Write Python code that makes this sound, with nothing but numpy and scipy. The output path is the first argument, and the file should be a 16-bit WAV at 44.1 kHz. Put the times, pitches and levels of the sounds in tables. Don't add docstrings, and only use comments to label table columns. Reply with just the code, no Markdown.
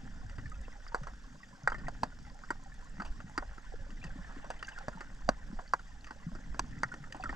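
import sys
import numpy as np
from scipy import signal
from scipy.fft import rfft, irfft, next_fast_len
from scipy.io import wavfile
from scipy.ndimage import uniform_filter1d

SR = 44100
rng = np.random.default_rng(int(sys.argv[2]) if len(sys.argv) > 2 else 0)


def file_out(sig):
    cols = np.atleast_2d(sig).T
    lim = np.clip(cols, -1, 1)
    pcm = np.round(lim * 32767).astype(np.int16)
    wavfile.write(sys.argv[1], SR, pcm)


N = 324135


def gain_of(db):
    return 10 ** (np.asarray(db) / 20)


def unit_rms(x):
    return x / np.sqrt(np.mean(x ** 2) + 1e-20)


def unit_peak(x):
    return x / abs(x).max()


def at_hz(table, hz):
    knots_hz, values = np.transpose(table)
    return np.interp(np.log(hz + 1), np.log(knots_hz + 1), values)


def over_time(table, column):
    table = np.array(table)
    return np.interp(np.arange(N) / SR, table[:, 0], table[:, column])


def add(mix, start_s, sound):
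    part = mix[round(start_s * SR):][:len(sound)]
    part += sound[:len(part)]


# freq_hz, lead_rad
PORT_LEAD = [(20, 0), (150, -.25), (300, -.5), (750, -1.15), (1200, -1.3), (1700, -.9), (2800, -1.5),
             (4600, -.35), (7700, 0), (14000, 0)]
# freq_hz, tilt_db
PORT_TILT = [(30, -1.8), (100, 0), (300, 1.2), (750, -1), (1200, -2.5), (1750, 0), (2700, 3.5), (4000, -1),
             (5500, -2), (9000, 1), (14000, 3)]
# freq_hz, coherence_ratio
PORT_COHERENCE = [(30, 0.94), (200, 0.93), (1000, 1), (3000, 0.64), (6000, 0.82), (14000, 0.25)]


def ports(hz, spectrum, unrelated=None):
    right = spectrum
    if unrelated is not None:
        coherence = np.clip(at_hz(PORT_COHERENCE, hz), 0, 1)
        right = coherence * spectrum + np.sqrt(1 - coherence ** 2) * unrelated
    skew = gain_of(at_hz(PORT_TILT, hz) / 2) * np.exp(0.5j * at_hz(PORT_LEAD, hz))
    return np.array([spectrum * skew, right / skew])


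def wash(spectrum, level_db, fft_size, patchy_db, flicker_db, steadiness=0.01):
    hop = fft_size // 4
    frames = N // hop + 9
    hz = np.fft.rfftfreq(fft_size, 1 / SR)[:, None]
    real, imag, patches = rng.standard_normal((3, 2, len(hz), frames))
    patches = uniform_filter1d(patches[0], fft_size // 100, axis=0)
    patches = unit_rms(uniform_filter1d(patches, 8, axis=1))
    flicker = unit_rms(uniform_filter1d(rng.standard_normal(frames), 3))
    colour = gain_of(at_hz(spectrum, hz) + patchy_db * patches + flicker_db * flicker)
    spectra = ports(hz, *(real + 1j * imag)) * colour
    _, noise = signal.istft(spectra, nperseg=fft_size, noverlap=fft_size - hop)
    noise = unit_rms(noise[:, fft_size:fft_size + N])
    power = uniform_filter1d(uniform_filter1d((noise ** 2).mean(0), fft_size), fft_size)
    return gain_of(level_db) * noise / (power + 0.051) ** (steadiness / 2)


# time_s, rumble_db
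SWELL = [(0.0, -44), (0.18, -43), (1.06, -45.5), (1.6, -59), (1.7, -38), (2.07, -46), (3.03, -45),
         (3.11, -35.5), (3.25, -52), (3.28, -44.5), (3.5, -42.5), (3.64, -52), (3.7, -41.5), (5.02, -46.5),
         (5.57, -40.5), (5.63, -51.5), (6.06, -44), (6.39, -43), (6.41, -54), (6.49, -34), (6.57, -45),
         (6.71, -40.5), (6.94, -51), (7.35, -36.5)]
# time_s, slosh_db, churn_db
FLOW = [(0.0, -53, -61), (0.57, -57, -63), (0.88, -63.5, -62), (1.33, -54.5, -65), (1.64, -60.5, -64.5),
        (1.86, -50.5, -62), (2.13, -56, -65), (2.86, -60, -64.5), (3.19, -55.5, -65), (3.54, -64.5, -61),
        (3.72, -62.5, -63), (3.99, -54.5, -62), (4.28, -56.5, -57), (4.71, -62.5, -58), (4.83, -60, -55),
        (5.08, -59, -63), (5.49, -57, -63), (5.85, -61, -65), (6.55, -55, -63), (6.71, -51.5, -59),
        (7.12, -56.5, -63), (7.35, -49, -52)]
# freq_hz, density_db
RUMBLE_SPECTRUM = [(7.1, -34.5), (12, 15.5), (23, 3.5), (40, 0), (57, -6), (86, -20.5), (100, -26.5),
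                   (130, -45), (220, -120)]
# freq_hz, density_db
SLOSH_SPECTRUM = [(41, -55), (70, -30), (97, 1), (182, -0.5), (291, -5), (356, -30), (450, -16), (580, -53),
                  (990, -120)]
# freq_hz, density_db
CHURN_SPECTRUM = [(180, -28), (300, -34), (368, -10), (649, -7.5), (757, -2), (1100, -11.5), (1430, -3.5),
                  (1760, 0.5), (2230, -16), (3500, -17), (4550, -44), (7700, -120)]


def water(churn_db):
    swell_db = over_time(SWELL, 1)
    slosh_db = over_time(FLOW, 1) + 0.22 * (swell_db - swell_db.mean())
    rumble = wash(RUMBLE_SPECTRUM, swell_db, fft_size=4096, patchy_db=3, flicker_db=1, steadiness=0.61)
    slosh = wash(SLOSH_SPECTRUM, slosh_db, fft_size=2048, patchy_db=2, flicker_db=1.5, steadiness=0.1)
    churn = wash(CHURN_SPECTRUM, churn_db, fft_size=512, patchy_db=2.5, flicker_db=1.7)
    return rumble + slosh + churn


# freq_hz, density_db
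SIZZLE_SPECTRUM = [(1180, -12), (2000, -9), (2210, -9), (2870, -6.5), (3500, -4.5), (4100, -8.5),
                   (4950, -2.5), (7730, -7), (8680, -18.5), (11000, -27.5), (12200, -23.5), (13700, -46),
                   (14400, -42)]


def sizzle(churn_db):
    level_db = -68 + 0.12 * (churn_db - churn_db.mean())
    return wash(SIZZLE_SPECTRUM, level_db, fft_size=512, patchy_db=2.3, flicker_db=1.5)


def ring(modes, t):
    return sum(gain_of(db) * np.exp(-np.pi * max(width_hz, 140) * t) * np.sin(2 * np.pi * hz * t)
               for hz, width_hz, db in modes)


def scatter(modes, churn_db, rate_per_s, floor_db, spread_db, rise_s):
    density = gain_of(0.88 * (churn_db - churn_db.mean()))
    strength = gain_of(floor_db + spread_db * np.minimum(rng.exponential(1, N), 4))
    hits = strength * (rng.random(N) < density * rate_per_s / SR)
    lowest_mode = rng.integers(0, len(modes) - 2, N)
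    t = np.arange(1500) / SR
    taps = [ring(modes[k:k + 3], t) * (1 - np.exp(-t / rise_s)) for k in range(len(modes) - 2)]
    return sum(signal.oaconvolve(hits * (lowest_mode == k), tap)[:N] for k, tap in enumerate(taps))


# freq_hz, width_hz, level_db
CASE_MODES = [(271, 30, 24), (524, 37, -36), (760, 44, -20.5), (997, 540, 12), (1390, 388, 11),
              (1810, 43, 0.5), (2700, 450, 33)]
# freq_hz, width_hz, level_db
PANE_MODES = [(3520, 1300, -16), (4380, 1200, -16), (4760, 333, 33.5), (5660, 240, 26), (6200, 216, 23),
              (7600, 193, 23), (9550, 1700, 14), (12400, 1300, -47)]
THUD_MODES, WALL_MODES = CASE_MODES[:2], CASE_MODES[1:-1]
UPPER_MODES = CASE_MODES[-1:] + PANE_MODES


def grit(churn_db):
    return scatter(WALL_MODES, churn_db, rate_per_s=140, floor_db=-69.5, spread_db=5.5, rise_s=0.00073)


def shrimp_crackle(churn_db):
    bright = [(hz, width_hz, 0.22 * db - 2.1 * np.log2(hz / 6000) ** 2)
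              for hz, width_hz, db in UPPER_MODES]
    damped = [(hz, 2.9 * width_hz, -9 * np.log2(hz / 6000)) for hz, width_hz, _ in PANE_MODES[2:]]
    far = scatter(bright, churn_db, rate_per_s=220, floor_db=-83.5, spread_db=5.5, rise_s=0.00049)
    nearer = scatter(damped, churn_db, rate_per_s=48, floor_db=-74, spread_db=2, rise_s=0.0002)
    return far + nearer


def waver(cycles):
    offsets = rng.random((4, 1))
    slow_cycles = np.arange(1, 5)[:, None] * cycles / 17
    return np.sin(2 * np.pi * (slow_cycles * (1 + offsets) + offsets[::-1])).sum(0)


def bubble(level_db, pitch_hz, t60_s, glide_ratio, rise_cycles, roughness=0.084):
    t60_s = np.clip(t60_s, 0.012, 0.3)
    t = np.arange(round(t60_s * SR)) / SR
    cycles = np.cumsum(pitch_hz * (1 + glide_ratio * t / t60_s)) / SR
    wobble_rad = 2.56 * roughness * waver(cycles)
    flutter = 1 + roughness * waver(cycles)
    attack = 1 - np.exp(-(cycles / rise_cycles) ** 2)
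    envelope = gain_of(level_db - 60 * t / t60_s) * attack * flutter
    return envelope * np.sin(2 * np.pi * cycles + wobble_rad)


def fizz(rate_per_s=60):
    out = np.zeros(N)
    for _ in range(round(rate_per_s * N / SR)):
        when, mode, detune, strength, length = rng.random(5)
        pitch_hz = WALL_MODES[int(mode * len(WALL_MODES))][0] * (1 + 0.132 * detune)
        level_db = -58 + 8.8 * strength ** 2
        t60_s = 0.017 + 0.077 * length
        add(out, when * N / SR, bubble(level_db, pitch_hz, t60_s, glide_ratio=-0.022, rise_cycles=1.42))
    return out


def pings(churn_db, rate_per_s=24):
    out = np.zeros(N)
    flow_total = np.cumsum(gain_of(2 * churn_db))
    for _ in range(round(rate_per_s * N / SR)):
        when, mode, detune, strength = rng.random(4)
        start_s = np.searchsorted(flow_total, when * flow_total[-1]) / SR
        pitch_hz = UPPER_MODES[int(mode * 4)][0] * (0.9 + 0.2 * detune)
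        add(out, start_s, plink(-64.5 + 7 * strength ** 2, pitch_hz, glide_ratio=-0.05))
    return out


# start_s, level_db, pitch_hz, glide_ratio
PLINKS = [(.228, -48, 760, -0.096), (.541, -49, 2620, -.05), (.649, -46, 2730, -0.19),
          (.754, -47, 800, 0.028), (.456, -35, 1810, -0.13), (0.516, -37.5, 1263, -.01),
          (.876, -42, 5240, -0.045), (0.88, -41, 4740, -0.091), (0.918, -39.5, 923, -0.012),
          (1.43, -38.5, 1940, -0.14), (1.726, -44, 3160, -0.0089), (1.867, -33, 1990, -0.27),
          (2.119, -43.5, 1466, -.05), (2.27, -46.5, 810, -0.0057), (2.658, -43.5, 790, -0.036),
          (2.718, -41.5, 1774, -0.085), (3.72, -44, 763, -0.082), (3.79, -49, 544, 0.058),
          (4.014, -43, 2390, .1), (4.026, -40, 2700, -0.097), (4.066, -44, 2700, -0.16),
          (4.102, -40.5, 1590, -0.099), (4.243, -40, 1800, -.06), (4.59, -44, 3110, -.05),
          (4.644, -40, 4720, -0.065), (4.645, -40, 2920, -.2), (4.709, -45.5, 853, 0.064),
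          (4.718, -44, 2980, -.08), (4.732, -44, 2700, -0.056), (4.68, -30, 1585, .01),
          (4.76, -37, 1606, 0.024), (4.776, -32.5, 1407, 0.22), (4.805, -40, 808, -.03),
          (4.928, -41, 1440, -.05), (4.971, -40, 900, 0.0073), (5.279, -33, 740, -0.045),
          (5.314, -45, 1520, -.05), (5.675, -44, 4580, -.05), (6.725, -43.5, 1810, -0.096),
          (6.916, -30, 1433, .14), (7.197, -33, 760, -.05), (7.205, -44, 4630, -0.011),
          (7.224, -38, 2600, -.01), (7.255, -26, 1410, -0.32)]


def plink(level_db, pitch_hz, glide_ratio):
    t60_s = 0.066 * (1000 / pitch_hz) ** 0.55
    return bubble(level_db, pitch_hz, t60_s, glide_ratio, rise_cycles=0.003 * pitch_hz, roughness=0.083)


# start_s, level_db, pitch_hz
GURGLES = [(.245, -38, 96), (.295, -37, 65), (.377, -33, 106.5), (.45, -37, 61.8), (.565, -37.5, 58.4),
           (.449, -36, 128), (1.013, -36, 137), (1.634, -36, 137), (1.851, -42, 158), (2.989, -35, 194),
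           (3.186, -41.5, 99), (3.241, -37.5, 182), (3.739, -35.5, 460), (3.893, -43, 266),
           (4.049, -34, 160), (4.157, -35.5, 255), (4.185, -38, 172), (4.366, -35.5, 260),
           (4.953, -36.5, 172), (5.5, -38, 190), (5.528, -33, 206), (6.265, -26, 163), (6.316, -38, 203),
           (6.489, -43, 142), (6.543, -39, 201), (6.638, -39, 233), (6.773, -35, 152), (6.849, -36, 126),
           (7.001, -37, 142)]


def gurgle(level_db, pitch_hz):
    return bubble(level_db, pitch_hz, t60_s=15.9 / pitch_hz, glide_ratio=0.16, rise_cycles=0.51)


# start_s, level_db, pitch_hz, treble_db, bass_db, t60_s
TICKS = [(0.295, -41.5, 1590, -5.5, -17, .03), (0.382, -40.5, 1530, -10.5, -3, 0.054),
         (.681, -37.5, 580, -34, -7, 0.019), (.865, -38.5, 1620, -24, -22, 0.025),
         (.945, -15.5, 850, -22, -26, 0.043), (1.032, -42, 1430, -6.5, -20, .06),
         (1.069, -32.5, 1180, -16, -24, 0.067), (1.674, -9.5, 1420, -23, -30, 0.03),
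         (1.699, -32, 1100, -10.5, -31, .04), (1.719, -23, 1230, -24.5, -40, 0.036),
         (1.743, -33, 1670, -16, -14, .05), (1.782, -45, 1810, -6, 3, 0.072),
         (1.882, -24.5, 820, -18, -11.5, 0.029), (2.032, -16.5, 740, -12.5, -11, 0.033),
         (2.436, -39, 1390, -19, -23, 0.052), (2.504, -19, 1190, -19, -11, 0.035),
         (2.998, -30, 1350, -19, -7.5, 0.088), (3.019, -30.5, 864, -13, -25, 0.037),
         (3.048, -39.5, 805, -5.5, -8, 0.18), (3.202, -37.5, 1200, -12.5, -27, 0.04),
         (3.377, -18, 1220, -11.5, -10, 0.033), (3.423, -33.5, 745, -33, -20, 0.057),
         (3.58, -39.5, 1320, -16, -3, .02), (3.904, -44.5, 1580, -4.5, -2, 0.033),
         (4.039, -39.5, 1700, -0.5, -11, 0.071), (4.293, -42.5, 1170, -21, -15, 0.13),
         (4.443, -37, 820, -14, -17, 0.074), (4.502, -26, 870, -11, -20, 0.038),
         (4.626, -29, 1590, -8.5, -37, 0.026), (4.686, -44, 1950, 2, -34, 0.045),
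         (4.786, -37.5, 850, -3, -16, 0.011), (4.882, -20, 615, -22, -8, 0.027),
         (5.006, -33.5, 1560, -10, -12, 0.061), (5.289, -10, 700, -13.5, -11, 0.021),
         (5.589, -33, 840, -19, -12.5, 0.068), (5.735, -10.5, 1090, -24, -40, 0.024),
         (5.793, -41.5, 1390, -12, -24, 0.045), (6.043, -45.5, 2430, 1.5, -24, .025),
         (6.067, -42, 1660, -4.5, -20, 0.075), (6.107, -32.5, 990, -15, -10, 0.041),
         (6.35, -38.5, 1260, -13, -4, 0.06), (6.544, -34.5, 1290, -18, -15, .035),
         (6.593, -18.5, 900, -6.5, -13.5, 0.018), (6.832, -16, 1420, -13.5, -36, 0.024),
         (6.939, -34, 1610, -9.5, -6.5, 0.026), (7.039, -41.5, 1810, -14, -23, .035),
         (7.123, -37, 2500, 0.5, -17, .025), (7.145, -35, 820, -17, -6, 0.12),
         (7.237, -27.5, 1370, -12.5, -12, 0.035), (7.292, -29, 1730, -15.5, -9, 0.036),
         (7.327, -33, 790, -27, -21, 0.03)]


def tick(level_db, pitch_hz, treble_db, bass_db, t60_s):
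    noise = rng.standard_normal(3000)
    t = np.arange(len(noise)) / SR
    t60_s = np.clip(t60_s, 0.012, 0.15)
    shudder = gain_of(-16.5 - 60 * t / (3.5 * t60_s))
    fade = gain_of(-60 * t / t60_s) + shudder
    rattle = 0.11 * noise * (1 - np.exp(-t / 0.00066)) * fade
    blow = rattle.copy()
    blow[30] += 0.9

    ring_t = t[:len(t) // 2]
    struck = [(hz, width_hz, db - 18.7 * np.log2(hz / pitch_hz) ** 2)
              for hz, width_hz, db in WALL_MODES[1:]]
    wall = thick_wall(blow, struck + [(pitch_hz, 300, -1)], ring_t)
    thud = thick_wall(blow, THUD_MODES, ring_t)

    upper = np.array(UPPER_MODES, float)
    upper[:, 2] += 2.5 * noise[::-1][:len(upper)]
    upper[0, 2] -= 0.37 * (level_db + 25)
    pane_ring = (1 - np.exp(-(ring_t / 0.0001) ** 2)) * ring(upper, ring_t)
    pane_drive = rattle * fade ** 0.37 + 0.13 * blow
    pane = unit_peak(signal.fftconvolve(pane_drive, pane_ring))
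    return gain_of(level_db) * (wall + gain_of(treble_db) * pane + gain_of(bass_db) * thud)


def thick_wall(blow, modes, t, rise_s=0.00052, cutoff_hz=2000):
    attack = 1 - np.exp(-(t / rise_s) ** 2)
    lowpass = signal.butter(6, cutoff_hz, fs=SR, output="sos")
    response = signal.sosfilt(lowpass, attack * ring(modes, t))
    return unit_peak(signal.fftconvolve(blow, response))


# start_s, level_db, pitch_hz
SNAPS = [(0.4978, -51, 7200), (0.6135, -55, 7120), (0.726, -55, 5700), (1.6332, -48, 5550),
         (2.1884, -52, 5130), (2.2538, -63, 4760), (2.2982, -50.5, 4900), (2.3441, -58, 7200),
         (2.6363, -54, 7160), (2.7412, -52, 7350), (2.8444, -55.5, 6860), (2.8948, -54, 7550),
         (3.2964, -54, 7250), (3.5299, -57, 6970), (3.8566, -60, 4840), (4.0934, -60, 7100),
         (4.1774, -57, 7160), (4.5904, -57, 7500), (4.6706, -42.5, 6600), (4.7914, -63, 7040),
         (4.8354, -61, 7800), (5.148, -55, 7000), (5.6914, -49.5, 5540), (5.725, -53, 4930),
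         (6.0087, -54, 4800), (6.6802, -57, 5750), (6.788, -52, 5700), (6.8814, -51, 5030),
         (6.9197, -53, 7100), (7.1656, -54, 7600), (7.3044, -50, 4790)]


def shrimp_snap(level_db, pitch_hz, t60_s=0.013, rise_s=0.00079, half_width_oct=0.18):
    t = np.arange(900) / SR
    puff = rng.standard_normal(len(t)) * gain_of(-60 * t / t60_s) * (1 - np.exp(-t / rise_s))
    edges_hz = pitch_hz * 2 ** np.array([-half_width_oct, half_width_oct])
    bandpass = signal.butter(2, edges_hz, "band", fs=SR, output="sos")
    return gain_of(level_db) * unit_peak(signal.sosfilt(bandpass, puff))


def scene():
    churn_db = over_time(FLOW, 2)
    direct = grit(churn_db) + shrimp_crackle(churn_db) + fizz() + pings(churn_db)
    for table, source in (TICKS, tick), (PLINKS, plink), (GURGLES, gurgle), (SNAPS, shrimp_snap):
        for start_s, *settings in table:
            add(direct, start_s, source(*settings))
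    fft_size = next_fast_len(N + SR)
    spectra = ports(np.fft.rfftfreq(fft_size, 1 / SR), rfft(direct, fft_size))
    return irfft(spectra, fft_size)[:, :N] + water(churn_db) + sizzle(churn_db)


def record(dry):
    cutoff_hz = 14300
    lowpass = signal.firwin(255, cutoff_hz, window=("kaiser", 9), fs=SR)
    padded = np.pad(dry, ((0, 0), (127, 127)), "edge")
    return signal.oaconvolve(padded, lowpass[None], "valid", axes=1)


dry = scene()
out = record(dry)
file_out(out)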